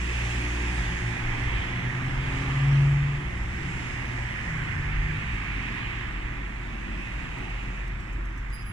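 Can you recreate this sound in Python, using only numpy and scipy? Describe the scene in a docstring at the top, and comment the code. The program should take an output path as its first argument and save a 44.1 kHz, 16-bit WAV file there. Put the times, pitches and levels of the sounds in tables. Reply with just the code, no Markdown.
"""A town street: traffic rumbles and tyres roar as filtered noise, a breeze buffets the microphone, deep booms
swell and an engine drones on harmonics of its firing rate. Bumblebees and a higher-pitched fly or honeybee, sine
series on the wingbeat, hum at a flowering shrub; in the second second one bumblebee takes off and skims past the
microphone, others hum farther off and a short low boom falls in pitch. After five seconds another engine idles on
one deep wavering tone. Near the end noise bursts tick faintly, like a coasting bicycle, and a brake squeals thinly
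on a few wavering sine modes."""
import sys
import numpy as np
from scipy import signal
from scipy.fft import rfft, irfft, next_fast_len
from scipy.io import wavfile
from scipy.ndimage import uniform_filter1d, map_coordinates

SR = 44100
rng = np.random.default_rng(int(sys.argv[2]) if len(sys.argv) > 2 else 0)


def generate_wav(sig):
    """Save sig (samples, or channels by samples) to the path in sys.argv[1] as 16-bit PCM at SR."""
    pcm = np.round(np.clip(np.atleast_2d(sig).T, -1, 1) * 32767).astype(np.int16)
    wavfile.write(sys.argv[1], SR, pcm)


N = 384673

# Spectra of the noise sources, relative: frequency_hz, density_db (per Hz)
BUFFET_SPECTRUM = [(12, -15), (25, -4), (45, 1), (70, -5.5), (100, -7), (160, -20.5), (400, -79)]
TOWN_SPECTRUM = [(100, 8.5), (200, 8), (400, -20.5), (650, -10.5), (1150, -3), (1600, -2.5), (2400, -27),
                 (6000, -77)]
RUMBLE_SPECTRUM = [(40, -36), (80, -4.5), (120, 0), (190, -2), (260, -2), (350, -5), (460, -14.5),
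                   (650, -14.5), (1000, -16), (2500, -56.5)]
ROAR_SPECTRUM = [(400, -35), (700, -21), (950, -8.5), (1150, -9), (1400, -6), (1700, -0.5), (1950, 3),
                 (2400, -4.5), (3000, -34), (4200, -44), (8000, -91)]
HOLLOW_SPECTRUM = [(200, -31), (450, -4), (620, -4), (830, 0), (1100, -5), (2500, -72)]
TREAD_SPECTRUM = [(600, -45), (950, -17.5), (1180, -6), (1400, -12.5), (2500, -85)]
SIZZLE_SPECTRUM = [(500, -56), (1500, -19.5), (2100, 1), (2550, 2.5), (3000, -4.5), (3450, -9.5),
                   (4200, -17), (8000, -51)]
TYRE_HISS_SPECTRUM = [(1200, -61), (2500, -12), (4000, -3), (5000, 0.5), (7600, -1), (8300, -4.5),
                      (9500, -8), (11500, -21), (13000, -23.5), (15000, -23.5)]
# Level difference of the two microphone ports: frequency_hz, left_minus_right_db
PORT_BALANCE = [(300, -0.5), (450, 1), (680, 3.5), (1000, 1.5), (1350, -2.5), (1850, -8.5), (2600, -6.5),
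                (3400, -4.5), (4200, 3), (5500, 6), (7700, 8), (8800, -5.5), (10500, -6), (15000, -6)]
# Likeness of the two ports: frequency_hz, coherence (0-1)
PORT_COHERENCE = [(100, 1), (200, 1), (300, 0.92), (500, 0.7), (800, 0.42), (1300, 0.36), (1900, 0.54),
                  (2500, 0.64), (3500, 0.76), (4500, 0.092), (6500, .03)]
# Phase lead of the left port: frequency_hz, lead_rad
PORT_LEAD = [(100, 0.5), (300, 0.73), (420, 1.64), (520, 2), (650, 2.5), (900, 1.1), (1300, -0.23),
             (1650, 0), (1950, 3.0), (2500, 3.5), (3000, 5), (3500, 5.5), (4200, 9)]

# Gusts on the microphone: centre_s, half_width_s, level_db
GUSTS = [(1.55, 0.16, -30.5), (2.12, 0.32, -33.5), (3.45, 0.93, -36.5), (4.95, 0.23, -31.5),
         (5.95, 0.1, -35)]
CALM_DB = -41  # the air between gusts
# Short deep booms: start_s, rise_s, fall_s, pitch_hz, level_db
BOOMS = [(.78, 0.058, .06, 52, -27), (1.2, 0.064, 0.16, 24.05, -30.5), (1.44, 0.067, 0.11, 54.9, -29),
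         (4.92, 0.099, 0.13, 48.3, -27), (7.11, 0.06, 0.094, 57.7, -33.5)]

# Low rumble of the traffic: time_s, level_db
RUMBLE_LEVEL = [(0, -42), (1.0, -42.5), (2.0, -41.5), (3.3, -43), (4.7, -42), (6.2, -44), (7.35, -42),
                (8.1, -47.5), (8.72, -52)]
# Tyre roar of the stream, before a constant lift: time_s, level_db
ROAR_LEVEL = [(0, -42.5), (1.4, -38.5), (2.0, -41), (2.7, -41), (3.3, -43.5), (4.7, -39.5), (5.2, -41.5),
              (5.85, -41), (6.6, -47), (7.35, -45.5), (8.2, -50)]
# Cars going by: nearest_s, half_width_s, sizzle_db, hiss_db, tread_song_db, hollow_rush_db, resonance_hz
CARS = [ (0.24, 0.37, -42, -50.5, -53.5, -50.5, 2750), (0.75, 0.55, -43.5, -52, -54.5, -48, 3360),
        (1.55, 0.33, -42, -59, -50.5, -49, 3260), (2.52, 0.56, -43, -55.5, -46.5, -47.5, 3130),
        (3.85, 0.46, -46.5, -56.5, -67, -53.5, 2900), (4.45, 0.37, -49.5, -59.5, -55, -59, 3160),
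        (5.3, 0.68, -45.5, -61, -51.5, -70, 2560), (5.84, 0.32, -44, -65, -51.5, -60, 3000),
        (7.02, 0.49, -51, -64.5, -69, -65, 2650), (7.43, 0.43, -48.5, -63.5, -57, -53.5, 2650), ]
CAR_FALLOFF = 1.82  # how steeply a car fades on either side
TYRE_WIDTH_HZ, TYRE_PEAK_DB = 260, -8.5  # tyre resonance: half width, strength against the plain sizzle
MID_PATCHY_DB = 1.2  # depth of the random patches in the tread song and the hollow rush

# Overtones of the drone: multiple, level_db, surge_extra_db, loss_db_per_s
DRONE_ORDERS = [(2, 14.8, 0, .35), (3, 6, 3.5, .9), (4, -2.5, 6, .7), (5, -4.5, 14, 1.2), (6, 1, 7, .8),
                (7, -9, 7, .9), (8, -16, 8, .5)]
# Firing tone of the droning engine: time_s, level_db
DRONE_TONE = [(0, -30), (.9, -32.5), (1.25, -43), (2.1, -46), (2.7, -33.5), (3.25, -34.5), (3.7, -41.5),
              (8.72, -60)]
# Common level of its overtones, before each one's own: time_s, level_db
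DRONE_BODY = [(0, -53), (1.2, -51.5), (1.8, -49.8), (3.0, -51), (3.5, -54), (5.5, -56), (8.72, -60)]
DRONE_HZ = 59.8  # firing rate
DRONE_WAVER_DB, DRONE_WAVER_RAD = 1.9, .25
# The drone briefly turns harsher
SURGE_S, SURGE_RISE_S, SURGE_HOLD_S, SURGE_FALL_S = .3, .15, .15, .38
# Idling engine, before a constant trim: time_s, level_db
IDLE_LEVEL = [(5.1, -54), (5.28, -32.5), (5.8, -37), (6.02, -44), (6.2, -36), (7.05, -36), (7.42, -48),
              (7.55, -33.5), (8.25, -32), (8.7, -37)]
IDLE_START_S, IDLE_FADE_S, IDLE_HZ, IDLE_SAG_HZ_PER_S = 4.9, .2, 47.5, .9

# Ticks of the freewheel, before their colouring: start_s, strength_db
TICKS = [(6.724, -55), (7.135, -54), (7.378, -49.5), (7.497, -51), (7.627, -50.5), (7.755, -54),
         (7.874, -48), (8.0, -49.5), (8.125, -47.5), (8.251, -49.5), (8.375, -48), (8.499, -52),
         (8.622, -52)]
# Colour of a freewheel tick: frequency_hz, gain_db
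PAWL_COLOUR = [(3000, -24), (5000, -8), (6100, 6), (6900, 0), (7800, 2), (9500, -5), (12000, -13),
               (15000, -9)]
TICK_T60_S, TICK_ATTACK_S = .07, .0022  # decay by 60 dB, time constant of the onset
# Brake modes, relative: pitch_hz, level_db, left_minus_right_db, waver_hz, upper_group_share (0-1)
BRAKE_MODES = [(4947, 1.5, 18, 7.6, 0.16), (5098, -6, 5, 9, 0), (10260, -3, -1, 23, 1),
               (10800, 0.5, -25, 19, 1), (10940, -4, 4, 30, 0.9), (14980, -8, -11, 90, 1)]
# Bites of the brake, before each mode's level: start_s, length_s, lower_modes_db, upper_modes_db
BITES = [(8.53, 0.035, -52.5, -53), (8.563, 0.072, -56, -65), (8.653, 0.061, -68, -56.5)]
BITE_EDGE_S = 0.021  # time over which a bite builds up and lets go

# Overtones of a hum, relative: multiple, level_db
HUM_OVERTONES = [(1, 0), (2, -14), (3, -28), (4, -37.5), (6, -41), (12, -52)]
TURN_DB, TURN_KNOTS_PER_S = 2.4, 9  # overtones flicker, as when a bee turns in the air
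# Farther hums: hops of bumblebees, at 1.22 s a higher-pitched fly or honeybee, and at 4.66 s a short
# falling low boom:
# start_s, rise_s, hold_s, fall_s, pitch_hz, glide_hz_per_s, takeoff_spurt_hz, level_db, overtones_db
FARTHER_HUMS = [ (0.68, .08, .3, .14, 170, -4, 0, -42.5, -8), (0.95, .06, .2, .22, 115.2, 1, 0, -35, -13),
                (1.22, .06, .16, .1, 291, 12, 0, -48, -12), (3.52, .12, .06, .12, 172, -20, 0, -42, -5),
                (3.58, .08, .28, .14, 137, -30, 1, -39.5, -8), (4.0, .2, .2, .18, 128, -42, 0, -40, 5),
                (4.44, .09, .6, .35, 142, 15, 34, -36.3, -12), (4.66, .07, .1, .07, 104, -150, 0, -37, -15),
                (4.8, .15, .45, .25, 100, 2, 0, -40.5, 1), ]
SPURT_S = 0.0993  # time constant of a take-off spurt
# The close bumblebee's flight
CLOSE_START_S, CLOSE_RISE_S, CLOSE_HOLD_S, CLOSE_FALL_S = 1.62, .45, .2, 1.05
CLOSE_DB, CLOSE_OVERTONE_DB = -33.5, 2.5
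# Its wingbeat climbs from take-off towards cruising speed with this time constant
TAKEOFF_HZ, CRUISE_HZ, CLIMB_S = 122.5, 149, 1.05
# It skims the microphone; the level is that of the air pushed by its wings
SKIM_START_S, SKIM_RISE_S, SKIM_FALL_S, SKIM_DB = 2.43, 0.4, 0.52, -20

TOP_HZ = 15400  # upper band limit


def amp(db):
    """Decibel law: level to amplitude gain."""
    return 10 ** (np.asarray(db) / 20)


def unit(x):
    """Normalisation: x scaled to rms 1."""
    return x / np.sqrt(np.mean(x ** 2) + 1e-20)


def along(points, hz):
    """Logarithmic scale: table values interpolated at hz (or at a multiple)."""
    f, v = np.transpose(points)
    return np.interp(np.log(hz + 1e-3), np.log(f), v)


def curve(rows):
    """Linear interpolation: a (time, value) table as one value per sample."""
    s, values = np.transpose(rows)
    return np.interp(np.arange(N) / SR, s, values)


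def wobble(rate):
    """Random modulation: a smooth curve through normal random knots, rate knots a second."""
    knots = rng.standard_normal(int(N * rate / SR) + 4)
    coarse = np.arange(0, N, 32)
    smooth = map_coordinates(knots, [coarse * rate / SR])
    return np.interp(np.arange(N), coarse, smooth)


def turning(hz):
    """Phase accumulation: the running integral of a frequency curve."""
    return 2 * np.pi * np.cumsum(hz) / SR


def filtered(x, response):
    """Linear filtering: the spectrum of x times a response of frequency."""
    m = next_fast_len(N + SR // 4)
    return irfft(rfft(x, m) * response(np.fft.rfftfreq(m, 1 / SR)), m)[..., :N]


def panned(x, balance_db):
    """Level-difference stereo: mono spread by a left-right difference."""
    return np.array([x * amp(balance_db / 2), x * amp(-balance_db / 2)])


def since(start):
    """Elapsed time: seconds since start, 0 before it."""
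    return np.maximum(np.arange(N) / SR - start, 0)


def arch(age, rise, fall, hold=0):
    """Sine envelope: a rounded rise, a hold and a rounded fall, resting a little above zero outside."""
    return np.sin(np.pi * np.interp(age, np.cumsum([0, rise, hold, fall]), [0.012, 0.53, 0.57, 0.99]))


def swell(s, width, falloff=2):
    """Spreading with distance: power of something going by, 1 at time s and less on either side."""
    return (1 + ((np.arange(N) / SR - s) / width) ** 2) ** -falloff


def level(swells, db):
    """Addition of powers: joint gain of several swells, each with its peak level."""
    return np.sqrt(amp(db) ** 2 @ np.array(swells))


def rush(spectrum, patchy_db):
    """Partial coherence: patchy street noise as two ports hear it; their mean has rms 1."""
    hz, _, z = signal.stft(rng.standard_normal((2, N)), SR, nperseg=2048)
    # random gain, smoothed over frequency and then over time
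    field = uniform_filter1d(rng.standard_normal(z.shape[1:]), size=14, axis=0)
    field = uniform_filter1d(field, size=6, axis=1)
    hz = hz[:, None]
    a, b = z * amp(along(spectrum, hz) + patchy_db * unit(field))
    # mixing two independent noises by this angle gives the wanted coherence
    turn = np.arccos(np.clip(along(PORT_COHERENCE, hz), 0, 1)) / 2
    shared, own = a * np.cos(turn), b * np.sin(turn)
    tilt = amp(along(PORT_BALANCE, hz) / 2) * np.exp(1j * along(PORT_LEAD, hz) / 2)
    ports = np.array([(shared + own) * tilt, (shared - own) / tilt])
    pair = signal.istft(ports, nperseg=2048)[1][:, :N]
    return pair / np.std(pair.mean(axis=0))


def microphone_hiss():
    """White self-noise: the faint even hiss of the microphones."""
    return amp(-75) * rng.standard_normal((2, N))


def breeze():
    """Wind buffeting: low noise in soft lumps, a little different at each port."""
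    shared, own = filtered(rng.standard_normal((2, N)), lambda hz: amp(along(BUFFET_SPECTRUM, hz)))
    air = unit(shared + amp(-18.0) * np.array([own, -own]))
    gusts = level([swell(s, width) for s, width, _ in GUSTS], [db for *_, db in GUSTS])
    return air * np.hypot(gusts, amp(CALM_DB)) * amp(1.7 * wobble(8.3))


def booms():
    """Enveloped low tones: now and then a deep boom swells for a few cycles, alike at both ports."""
    out = np.zeros(N)
    for start, rise, fall, hz, db in BOOMS:
        tone = np.sqrt(2) * np.sin(turning(hz * (1 + 0.0306 * wobble(25))))
        out += amp(db) * arch(since(start), rise, fall) * tone
    return out


def tyre_sizzle(cars, sizzle_db, tyre_hz):
    """Resonance: upper tyre noise, stressed around each passing car's own frequency."""
    tyres = rush(SIZZLE_SPECTRUM, patchy_db=0.98) * amp(0.31 * wobble(13))
    sizzle = np.hypot(level(cars, sizzle_db), amp(-55.5)) * tyres
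    for car, db, centre_hz in zip(cars, sizzle_db, tyre_hz):
        band = filtered(tyres, lambda hz: np.exp(-((hz - centre_hz) / TYRE_WIDTH_HZ) ** 2))
        # the power curve serves as gain, so the resonance is briefer than the sizzle
        sizzle += amp(db + TYRE_PEAK_DB) * car * band
    return sizzle


def traffic():
    """Sum of broadband sources: steady town, rumbling stream, and tyre noise swelling as cars go by."""
    cars = [swell(s, width, CAR_FALLOFF) for s, width, *_ in CARS]
    sizzle_db, hiss_db, tread_db, hollow_db, tyre_hz = np.transpose(CARS)[2:]
    roar_db = curve(ROAR_LEVEL)
    town = amp(-45.5) * rush(TOWN_SPECTRUM, patchy_db=0.6)
    rumble = amp(curve(RUMBLE_LEVEL)) * rush(RUMBLE_SPECTRUM, patchy_db=2.0)
    roar = amp(roar_db + 0.5 + 0.38 * wobble(15)) * rush(ROAR_SPECTRUM, patchy_db=1.04)
    hollow_gain = np.hypot(level(cars, hollow_db), amp(roar_db - 14.0))
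    hollow = hollow_gain * rush(HOLLOW_SPECTRUM, MID_PATCHY_DB)
    tread = np.hypot(level(cars, tread_db), amp(-57.5)) * rush(TREAD_SPECTRUM, MID_PATCHY_DB)
    hiss_gain = np.hypot(level(cars, hiss_db), amp(-68.0)) * amp(0.32 * wobble(15))
    hiss = hiss_gain * rush(TYRE_HISS_SPECTRUM, patchy_db=1.6)
    return town + rumble + roar + hollow + tread + hiss + tyre_sizzle(cars, sizzle_db, tyre_hz)


def droning_engine():
    """Harmonic series on the firing rate: overtones waver on their way between the houses."""
    body_db = curve(DRONE_BODY)
    surge = arch(since(SURGE_S), SURGE_RISE_S, SURGE_FALL_S, SURGE_HOLD_S)
    phase = turning(DRONE_HZ * (1 + 0.0029 * wobble(8)))
    drone = amp(curve(DRONE_TONE) + 0.91 * wobble(2.6)) * np.sin(phase)
    for k, db, surge_db, loss_db in DRONE_ORDERS:
        order_db = body_db + db + surge_db * surge - loss_db * since(0) + DRONE_WAVER_DB * wobble(7)
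        order_phase = k * phase + DRONE_WAVER_RAD * wobble(6) + rng.uniform(0, 2 * np.pi)
        drone += amp(order_db) * np.sin(order_phase)
    return np.sqrt(2) * drone


def idling_engine():
    """Frequency modulation: one deep tone, unsteady and slowly sagging."""
    age = since(IDLE_START_S)
    idle_hz = (IDLE_HZ - IDLE_SAG_HZ_PER_S * age) * (1 + 0.02 * wobble(11))
    gain = amp(curve(IDLE_LEVEL) - 0.3 + 0.23 * wobble(7.4)) * np.minimum(age / IDLE_FADE_S, 1)
    return np.sqrt(2) * gain * np.sin(turning(idle_hz))


def freewheel():
    """Impact: a pawl drops with uneven force, each time with a short bright tick."""
    t = np.arange(SR // 10) / SR
    shape = amp(-60 * t / TICK_T60_S) * (1 - np.exp(-t / TICK_ATTACK_S))
    out = np.zeros((2, N + SR))
    for s, db in TICKS:
        first = round(s * SR)
        out[:, first:first + len(t)] += amp(db) * shape * rng.standard_normal((2, len(t)))
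    return filtered(out[:, :N], lambda hz: amp(along(PAWL_COLOUR, hz)))


def brake():
    """Friction-driven modes: a rubbing pad sets thin steel singing, low and high modes by turns."""
    t = np.arange(N) / SR
    bites = []
    for s, length, *_ in BITES:
        inside_s = np.minimum(t - s, s + length - t)
        bites.append(np.clip(.5 + inside_s / BITE_EDGE_S, 0, 1) ** 2)
    lower, higher = (level(bites, db) for db in np.transpose(BITES)[2:])
    out = np.zeros((2, N))
    for hz, db, balance_db, waver_hz, upper in BRAKE_MODES:
        tone = np.sqrt(2) * np.sin(turning(hz + waver_hz * wobble(250)))
        drive = lower + upper * (higher - lower)
        out += panned(tone * drive * amp(db - 7.0 + 1.5 * wobble(80)), balance_db)
    return out


def hum(beat_hz, gain, overtone_db, jitter, flutter_db, near=0, count=12):
    """Periodic displacement of air: a fundamental and overtones; very near, only the fundamental grows."""
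    phase = turning(beat_hz * (1 + jitter * wobble(30.2)))
    overtones = np.zeros(N)
    for k in range(2, count + 1):
        overtones += amp(along(HUM_OVERTONES, k)) * np.sin(k * phase + rng.uniform(0, 2 * np.pi))
    overtone_gain = gain * amp(overtone_db + TURN_DB * wobble(TURN_KNOTS_PER_S))
    stroke = (gain + near) * np.sin(phase) + overtone_gain * overtones
    return np.sqrt(2) * stroke * amp(flutter_db * wobble(9.8))


def farther_hums():
    """Gliding harmonic tones: bumblebees, a higher-pitched fly or honeybee, and one falling low boom."""
    out = np.zeros(N)
    for start, rise, hold, fall, hz, glide, spurt_hz, db, overtone_db in FARTHER_HUMS:
        age = since(start)
        glided_hz = glide * np.minimum(age, rise + hold + fall)
        beat_hz = hz + glided_hz + spurt_hz * np.exp(-age / SPURT_S)
        gain = amp(db) * arch(age, rise, fall, hold)
        out += hum(beat_hz, gain, overtone_db, jitter=0.0035, flutter_db=2.35)
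    return out


def close_bumblebee():
    """Near field: a bumblebee takes off, speeds up its wings and skims the microphone."""
    age = since(CLOSE_START_S)
    beat_hz = CRUISE_HZ + (TAKEOFF_HZ - CRUISE_HZ) * np.exp(-age / CLIMB_S)
    near = amp(SKIM_DB) * arch(since(SKIM_START_S), SKIM_RISE_S, SKIM_FALL_S) ** 2
    gain = amp(CLOSE_DB) * arch(age, CLOSE_RISE_S, CLOSE_FALL_S, CLOSE_HOLD_S)
    return hum(beat_hz, gain, CLOSE_OVERTONE_DB, jitter=.002, flutter_db=.3, near=near)


def scene():
    """Superposition: the street behind, the hums in front."""
    street = microphone_hiss() + breeze() + booms() + traffic() + droning_engine() + idling_engine()
    hums = panned(farther_hums() + close_bumblebee(), balance_db=0.7)
    return street + freewheel() + brake() + hums


def record(dry):
    """Band limiting: nothing passes from the upper band limit upwards."""
    return filtered(dry, lambda hz: hz < TOP_HZ)


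dry = scene()
out = record(dry)
generate_wav(out)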